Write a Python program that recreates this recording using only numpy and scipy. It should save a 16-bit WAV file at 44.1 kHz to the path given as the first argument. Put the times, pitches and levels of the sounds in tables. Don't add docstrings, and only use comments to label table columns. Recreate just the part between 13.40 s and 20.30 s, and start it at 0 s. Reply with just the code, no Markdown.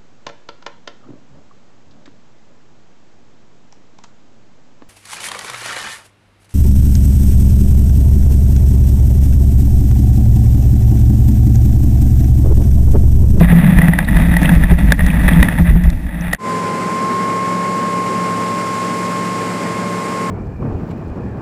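import sys
import numpy as np
from scipy import signal
from scipy.fft import rfft, irfft, next_fast_len
from scipy.io import wavfile
from scipy.ndimage import uniform_filter1d, minimum_filter1d

SR = 44100
rng = np.random.default_rng(int(sys.argv[2]) if len(sys.argv) > 2 else 0)


def int16_out(signal):
    q = np.round(np.clip(np.atleast_2d(signal).T, -1, 1) * 32767)
    wavfile.write(sys.argv[1], SR, q.astype(np.int16))


N = 304290
T = np.arange(N) / SR
WHINE_ORDER, FIRING_ORDER = 48, 8

# t/s, relative peak/dB
SLAPS = [(0.008, 6), (0.123, 2), (0.383, 1), (0.426, -3), (0.4811, 0), (0.795, -3.5), (1.015, -3.5),
         (1.113, -3), (1.307, 2), (1.878, -4), (1.96, -3), (2.192, 0.5), (2.353, -1), (2.451, -7.5)]
# f/Hz, width/Hz, gain/dB
CASE_MODES = [(620, 145, -4.5), (890, 100, -4.5), (1160, 280, -10.5), (1705, 217, -3.5), (1946, 134, 0.5),
              (2533, 380, -12), (3377, 120, -15.5), (3676, 164, -18)]
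# multiple of the cycle rate, rms level/dB
ENGINE_ORDERS = [(5, -37), (8, -29), (10, -38), (14, -42), (15, -42), (17, -40), (18, -43), (20, -35),
                 (21, -43), (22, -42), (24, -40), (26, -36), (28, -46), (29, -45), (38, -41), (42, -48),
                 (44, -45), (50, -45), (52, -46), (58, -48), (66, -49), (72, -47), (78, -49), (92, -47),
                 (98, -48), (108, -51)]


def board(spray_db, skip_db):
    # t/s, heave level/dB, relative drumming level/dB
    chop = [(0.0, -8, -14), (0.28, -20, -7), (0.45, -17.5, -14.5), (0.67, -19, -17), (0.74, -10.5, -13.5),
            (1.05, -15, -13), (1.5, -16, -15.5), (1.8, -12.5, -15.5), (1.97, -13, -10), (2.09, -20, -19),
            (2.4, -18, -12.5), (2.54, -17, -31), (2.62, -25, -32), (2.76, -24, -25), (2.87, -23, -20),
            (2.93, -25, -27)]
    # t/s, level/dB
    bumps = [(0.1, -14), (0.38, -4), (0.765, -10), (0.91, -12), (1.165, -3), (1.235, -6), (1.33, 0.5),
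             (1.45, -6), (1.49, -6.5), (1.645, -2.5), (1.865, -7), (2.01, -3.5), (2.22, -7.5),
             (2.305, -4.5), (2.35, -5), (2.47, -1), (2.555, -14), (2.66, -16)]
    # f/Hz, width/Hz, gain/dB
    board_modes = [(170.3, 13, 2), (223.5, 76, -22.5)]
    # f/Hz, relative level/dB
    heave_spectrum = [(12, -18), (22, 7), (35, 1.5), (54, 12.5), (68, 2.5), (90, -9), (130, -14),
                      (300, -63.5)]
    # f/Hz, relative level/dB
    rush_spectrum = [(100, -3), (170, 2.5), (240, 6), (310, 3), (375, -18.5), (520, -14), (800, -18),
                     (1500, -41)]
    heave_db, drum_db = in_time(chop)
    crest_times, bump_db = np.transpose(bumps)
    bump_power = swells(crest_times, from_db(bump_db) ** 2, half_s=0.016)
    lift = np.sqrt(from_db(heave_db + 0.5) ** 2 + bump_power)
    heave = lift * evened(coloured(rng.standard_normal(N), heave_spectrum), span_s=0.035)
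    rattle = evened(resonate(impacts(per_s=900, spread_db=4), board_modes), span_s=0.04)
    drum = from_db(drum_db + 1.13 - 1.66 * skip_db) * rattle
    rush_db = -25.5 + 0.54 * (spray_db + 27) + 2.8 * drift(8.8)
    rush = from_db(rush_db) * coloured(rng.standard_normal(N), rush_spectrum)
    drumming = lowpass(drum + thumps(board_modes), edge_hz=355, order=4)
    return heave + rush + drumming + smacks()


def thumps(modes):
    times, peak_db = np.transpose(SLAPS)
    force, push = np.zeros(N), np.hanning(SR // 250)
    force[(times * SR).astype(int)] = from_db(peak_db - 1)
    full_swing = np.abs(resonate(np.pad(push, (0, SR // 10)), modes)).max()
    return resonate(np.convolve(force, push)[:N], modes) / full_swing


def smacks(gain_db=-15.5, attack_s=0.0016, decay_s=0.011):
    # f/Hz, relative level/dB
    smack_spectrum = [(150, -17), (280, 9), (450, -10), (700, 1), (1200, -13.5), (2000, -18), (4000, -39.5)]
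    level, t = np.zeros(N), T[:SR // 5]
    envelope = np.exp(-t / decay_s) * (1 - np.exp(-(t / attack_s) ** 2))
    for s, peak_db in SLAPS:
        at = int(s * SR)
        level[at:at + len(t)] += from_db(peak_db + gain_db) * envelope
    return level * coloured(rng.standard_normal(N), smack_spectrum)


def knocks(chatter_hz=1864, pitch_spread=0.063):
    # t/s, relative ring peak/dB, relative crack level/dB, length/s
    slugs = [(0.085, -18.5, -48, 0.0037), (0.384, -6, -45, 0.0066), (0.415, -9.5, -50, 0.0056),
             (0.4434, -14, -54, .004), (0.481, -10, -48, 0.0036), (0.533, -9, -50, 0.0042),
             (0.5866, -4, -48, 0.0036), (0.684, -11.5, -48, 0.0045), (0.766, -12, -44, 0.0049),
             (0.938, -10.5, -44, .003), (0.9654, -5.5, -36, 0.0041), (1.016, -23, -37, .004),
             (1.029, -11.5, -35, 0.0056), (1.091, -6, -45, .004), (1.123, -19, -46, 0.0016),
             (1.151, -22, -34, .003), (1.235, -10.5, -43, 0.0085), (1.39, -20, -45, 0.004),
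             (1.5201, 2.5, -26, .003), (1.591, -9.5, -52, 0.0046), (1.6034, -11, -46, 0.0077),
             (1.663, -15, -29.5, 0.0052), (1.879, -7, -39, 0.0057), (1.886, -6, -46, 0.0044),
             (2.0268, -2, -30, 0.0037), (2.084, -8.5, -48, 0.0048), (2.184, -14.5, -46, 0.0052),
             (2.2962, -24, -55, .004), (2.437, -23, -35, 0.0028), (2.5014, -26, -30, 0.0026),
             (2.93, -6.5, -24.5, 0.0063), (2.9467, -17, -25, 0.0029)]
    out, t = np.zeros(N), T[:SR // 20]
    crack_band = signal.butter(1, [2000, 10000], "band", fs=SR, output="sos")
    for s, peak_db, crack_db, length_s in slugs:
        push = np.exp(-(t / length_s) ** 4)
        rattle, burst = rng.standard_normal((2, len(t))) * push
        hz = chatter_hz * (1 + pitch_spread * rng.standard_normal())
        ring = resonate(0.36 * push * np.sin(2 * np.pi * hz * t) + rattle, CASE_MODES)
        crack = from_db(crack_db + 3.5) * signal.sosfilt(crack_band, burst)
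        at = int(s * SR)
        out[at:at + len(t)] += from_db(peak_db + 2.5) * ring / np.abs(ring).max() + crack
    return out


def spray(spray_db):
    # f/Hz, relative level/dB
    tick_spectrum = [(2000, -16), (4000, -7), (5500, -15), (7500, -27), (9000, 30), (15000, -9)]
    patter = lowpass(impacts(per_s=1800, spread_db=2.5), edge_hz=6500, order=2)
    clumps = from_db(2.28 * drift(29))
    ring = evened(resonate(patter * clumps, CASE_MODES), span_s=0.25)
    ticks = coloured(impacts(per_s=590, spread_db=8.5), tick_spectrum)
    return from_db(spray_db - 0.5) * (ring + from_db(-29) * ticks)


def plinks(decay_s=0.00135, glide=4.1, roughness=0.028):
    # t/s, peak/dB, starting f/Hz
    bubbles = [(0.647, -29, 4000), (1.056, -12.5, 2530), (1.702, -16.5, 2550), (1.934, -20, 3170),
               (2.809, -34, 5780)]
    out, t = np.zeros(N), T[:SR // 20]
    envelope = t / decay_s * np.exp(1 - t / decay_s)
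    for s, peak_db, hz in bubbles:
        wobble = 2 * np.pi * roughness * np.cumsum(rng.standard_normal(len(t)))
        phase = 2 * np.pi * hz * t * (1 + glide * t) + lowpass(wobble, edge_hz=900, order=2)
        at = int(s * SR)
        out[at:at + len(t)] += from_db(peak_db) * envelope * np.sin(phase)
    return out


def camera_overload(x, limit_db=2.5, hold_s=0.0055, ceiling=0.97, jitter_samples=1.48, jitter_hz=12000):
    hold = int(hold_s * SR)
    bass = np.abs(lowpass(x, edge_hz=230, order=2))
    gain = np.minimum(1, from_db(limit_db) / (bass + 1e-9))
    limited = x * uniform_filter1d(minimum_filter1d(gain, hold), hold)
    clipped = limited / (1 + np.abs(limited / ceiling) ** 16) ** (1 / 16)
    sizzle = jitter_samples * np.gradient(clipped) * np.cos(2 * np.pi * jitter_hz * T)
    return clipped + sizzle


def engine(cycle_phase, whine_db):
    drone = np.zeros(N)
    for order, db in ENGINE_ORDERS:
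        level = from_db(db + 1.94 * drift(4.5))
        drone += level * np.sin(order * cycle_phase + 0.059 * drift(3.9) + rng.uniform(0, 2 * np.pi))
    gear_phase = WHINE_ORDER * cycle_phase
    whine = from_db(whine_db + 0.55 * drift(21)) * np.sin(gear_phase + 0.1 * drift(36))
    octave = from_db(-41.5 + 2 * drift(25)) * np.sin(2 * gear_phase + 0.92 * drift(4.3))
    return np.sqrt(2) * (drone + whine + octave) + from_db(-35) * clatter(cycle_phase)


def clatter(cycle_phase, odd_db=-4, db_per_order=-0.15):
    order = np.arange(2049)
    strong = [k for k, _ in ENGINE_ORDERS] + [WHINE_ORDER, 2 * WHINE_ORDER]
    weak = (order > 11) & (order < 150) & ~np.isin(order, strong)
    levels = weak * from_db(db_per_order * order + odd_db * (order % 2))
    cycle = irfft(levels * np.exp(2j * np.pi * rng.random(len(order))))
    position = cycle_phase / (2 * np.pi) % 1
    return unit_rms(np.interp(position, np.linspace(0, 1, len(cycle)), cycle))


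def wake(cycle_phase):
    # t/s, relative churn level/dB, hiss level/dB
    wash = [(3.1, -26.5, -36), (3.7, -26.5, -36.5), (4.3, -27.5, -36.5), (5.0, -27, -35), (5.7, -27, -34.5),
            (6.3, -27, -35.5), (6.9, -28.5, -36.5)]
    # f/Hz, relative level/dB
    churn_spectrum = [(20, -46), (45, -32), (75, -12.5), (105, -9), (150, 0), (225, 5), (300, -1.5),
                      (480, -4.5), (700, -10.5), (1050, -9), (1600, -13), (2200, -13), (3200, -49),
                      (6000, -57)]
    # f/Hz, relative level/dB
    hiss_spectrum = [(1470, -18), (2500, 0.5), (3740, -5.5), (5180, -3), (6140, -8), (7280, -3), (8700, -7),
                     (9780, -11), (12800, -18.5), (14700, -25), (15900, -38)]
    churn_db, hiss_db = in_time(wash)
    throb = 1 + 0.25 * np.cos(FIRING_ORDER * cycle_phase)
    churn_gain = from_db(churn_db + 2 + 1.22 * drift(11.6))
    churn = coloured(throb * rng.standard_normal(N), churn_spectrum)
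    hiss_gain = from_db(hiss_db + 0.5 * drift(21))
    hiss = coloured(impacts(per_s=20000, spread_db=1.5), hiss_spectrum)
    return churn_gain * churn + hiss_gain * hiss


def impacts(per_s, spread_db):
    sizes = from_db(spread_db * np.minimum(rng.exponential(1, N), 5)) * rng.choice([-1, 1], N)
    return sizes * (rng.random(N) < per_s / SR)


def resonate(force, modes):
    out = 0
    for k, (hz, width, db) in enumerate(modes):
        r, w = np.exp(-np.pi * width / SR), 2 * np.pi * hz / SR
        ring = signal.lfilter([0, (1 - r * r) * np.sin(w)], [1, -2 * r * np.cos(w), r * r], force + 1e-18)
        out = out + (-1) ** k * from_db(db) * ring
    return out


def coloured(x, spectrum):
    hz, db = np.transpose(spectrum)
    size = next_fast_len(N)
    bin_hz = np.maximum(np.arange(size // 2 + 1) * SR / size, 1)
    gain = from_db(np.interp(np.log(bin_hz), np.log(hz), db))
    return unit_rms(irfft(rfft(x, size) * gain, size)[:N])


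def lowpass(x, edge_hz, order):
    return signal.sosfilt(signal.butter(order, edge_hz, fs=SR, output="sos"), x)


def evened(x, span_s):
    size = int(span_s * SR)
    power = uniform_filter1d(uniform_filter1d(x * x, size), size)
    return x / np.sqrt(np.abs(power) + 1e-12)


def drift(rate_hz):
    hop, run_in = 40, 2000
    r = np.exp(-2 * np.pi * rate_hz * hop / SR)
    slow = signal.lfilter([1], [1, -2 * r, r * r], rng.standard_normal(N // hop + run_in + 2))[run_in:]
    return np.interp(np.arange(N) / hop, np.arange(len(slow)), unit_rms(slow))


def swells(times, heights, half_s):
    marks = np.zeros(N)
    marks[(times * SR).astype(int)] = heights
    t = np.arange(-(SR // 8), SR // 8 + 1) / SR
    return np.abs(signal.oaconvolve(marks, np.exp(-(t / half_s) ** 2), "same"))


def in_time(rows):
    times, *columns = np.transpose(rows)
    return [np.interp(T, times, column) for column in columns]


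def from_db(db):
    return 10 ** (np.asarray(db) / 20)


def unit_rms(x):
    return x / np.sqrt(np.mean(x ** 2) + 1e-20)


def scene():
    # t/s, spray dip/dB
    skips = [(0.068, 7), (0.51, 7.5), (0.57, -1), (0.662, 9), (0.995, 3.5), (1.19, 1), (1.277, 7),
             (1.359, 13.5), (1.563, 12.5), (2.145, 1.5), (2.235, 5)]
    # t/s, relative level/dB
    spray_curve = [(0.0, -22.5), (0.4, -24.5), (0.6, -27), (0.75, -22), (0.87, -27), (1.06, -22),
                   (1.2, -27.5), (1.3, -23), (1.45, -27.5), (1.7, -26.5), (1.95, -22.5), (2.18, -26.5),
                   (2.35, -30), (2.6, -39.5), (2.9, -27.5)]
    # t/s, f/Hz, level/dB
    whine_curve = [(3.08, 1039, -20.5), (3.39, 1042, -23.5), (3.61, 1059, -19.5), (3.77, 1069, -19),
                   (4.43, 1074, -20.5), (4.55, 1067, -20), (6.0, 1071, -24), (6.15, 1063, -28),
                   (6.9, 1071, -24.5)]
    skip_db = swells(*np.transpose(skips), half_s=0.017)
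    spray_db = in_time(spray_curve)[0] - skip_db
    whine_hz, whine_db = in_time(whine_curve)
    cycle_hz = whine_hz / WHINE_ORDER * (1 + 0.000693 * drift(2.69))
    cycle_phase = 2 * np.pi * np.cumsum(cycle_hz) / SR
    on_board = camera_overload(board(spray_db, skip_db) + spray(spray_db) + knocks() + plinks())
    at_stern = engine(cycle_phase, whine_db) + wake(cycle_phase)
    fade_out = np.interp(T, [2.89, 2.95, 2.955, 2.98], [0.99, 1, 0.15, 0.017])
    fade_in = np.interp(T, [2.98, 3.096], [0, 1])
    return (on_board * fade_out + at_stern * fade_in)[None]


def record(dry):
    dull = lowpass(dry, edge_hz=13900, order=3)
    return signal.sosfilt(signal.ellip(10, 0.1, 90, 15200, fs=SR, output="sos"), dull)


dry = scene()
out = record(dry)
int16_out(out)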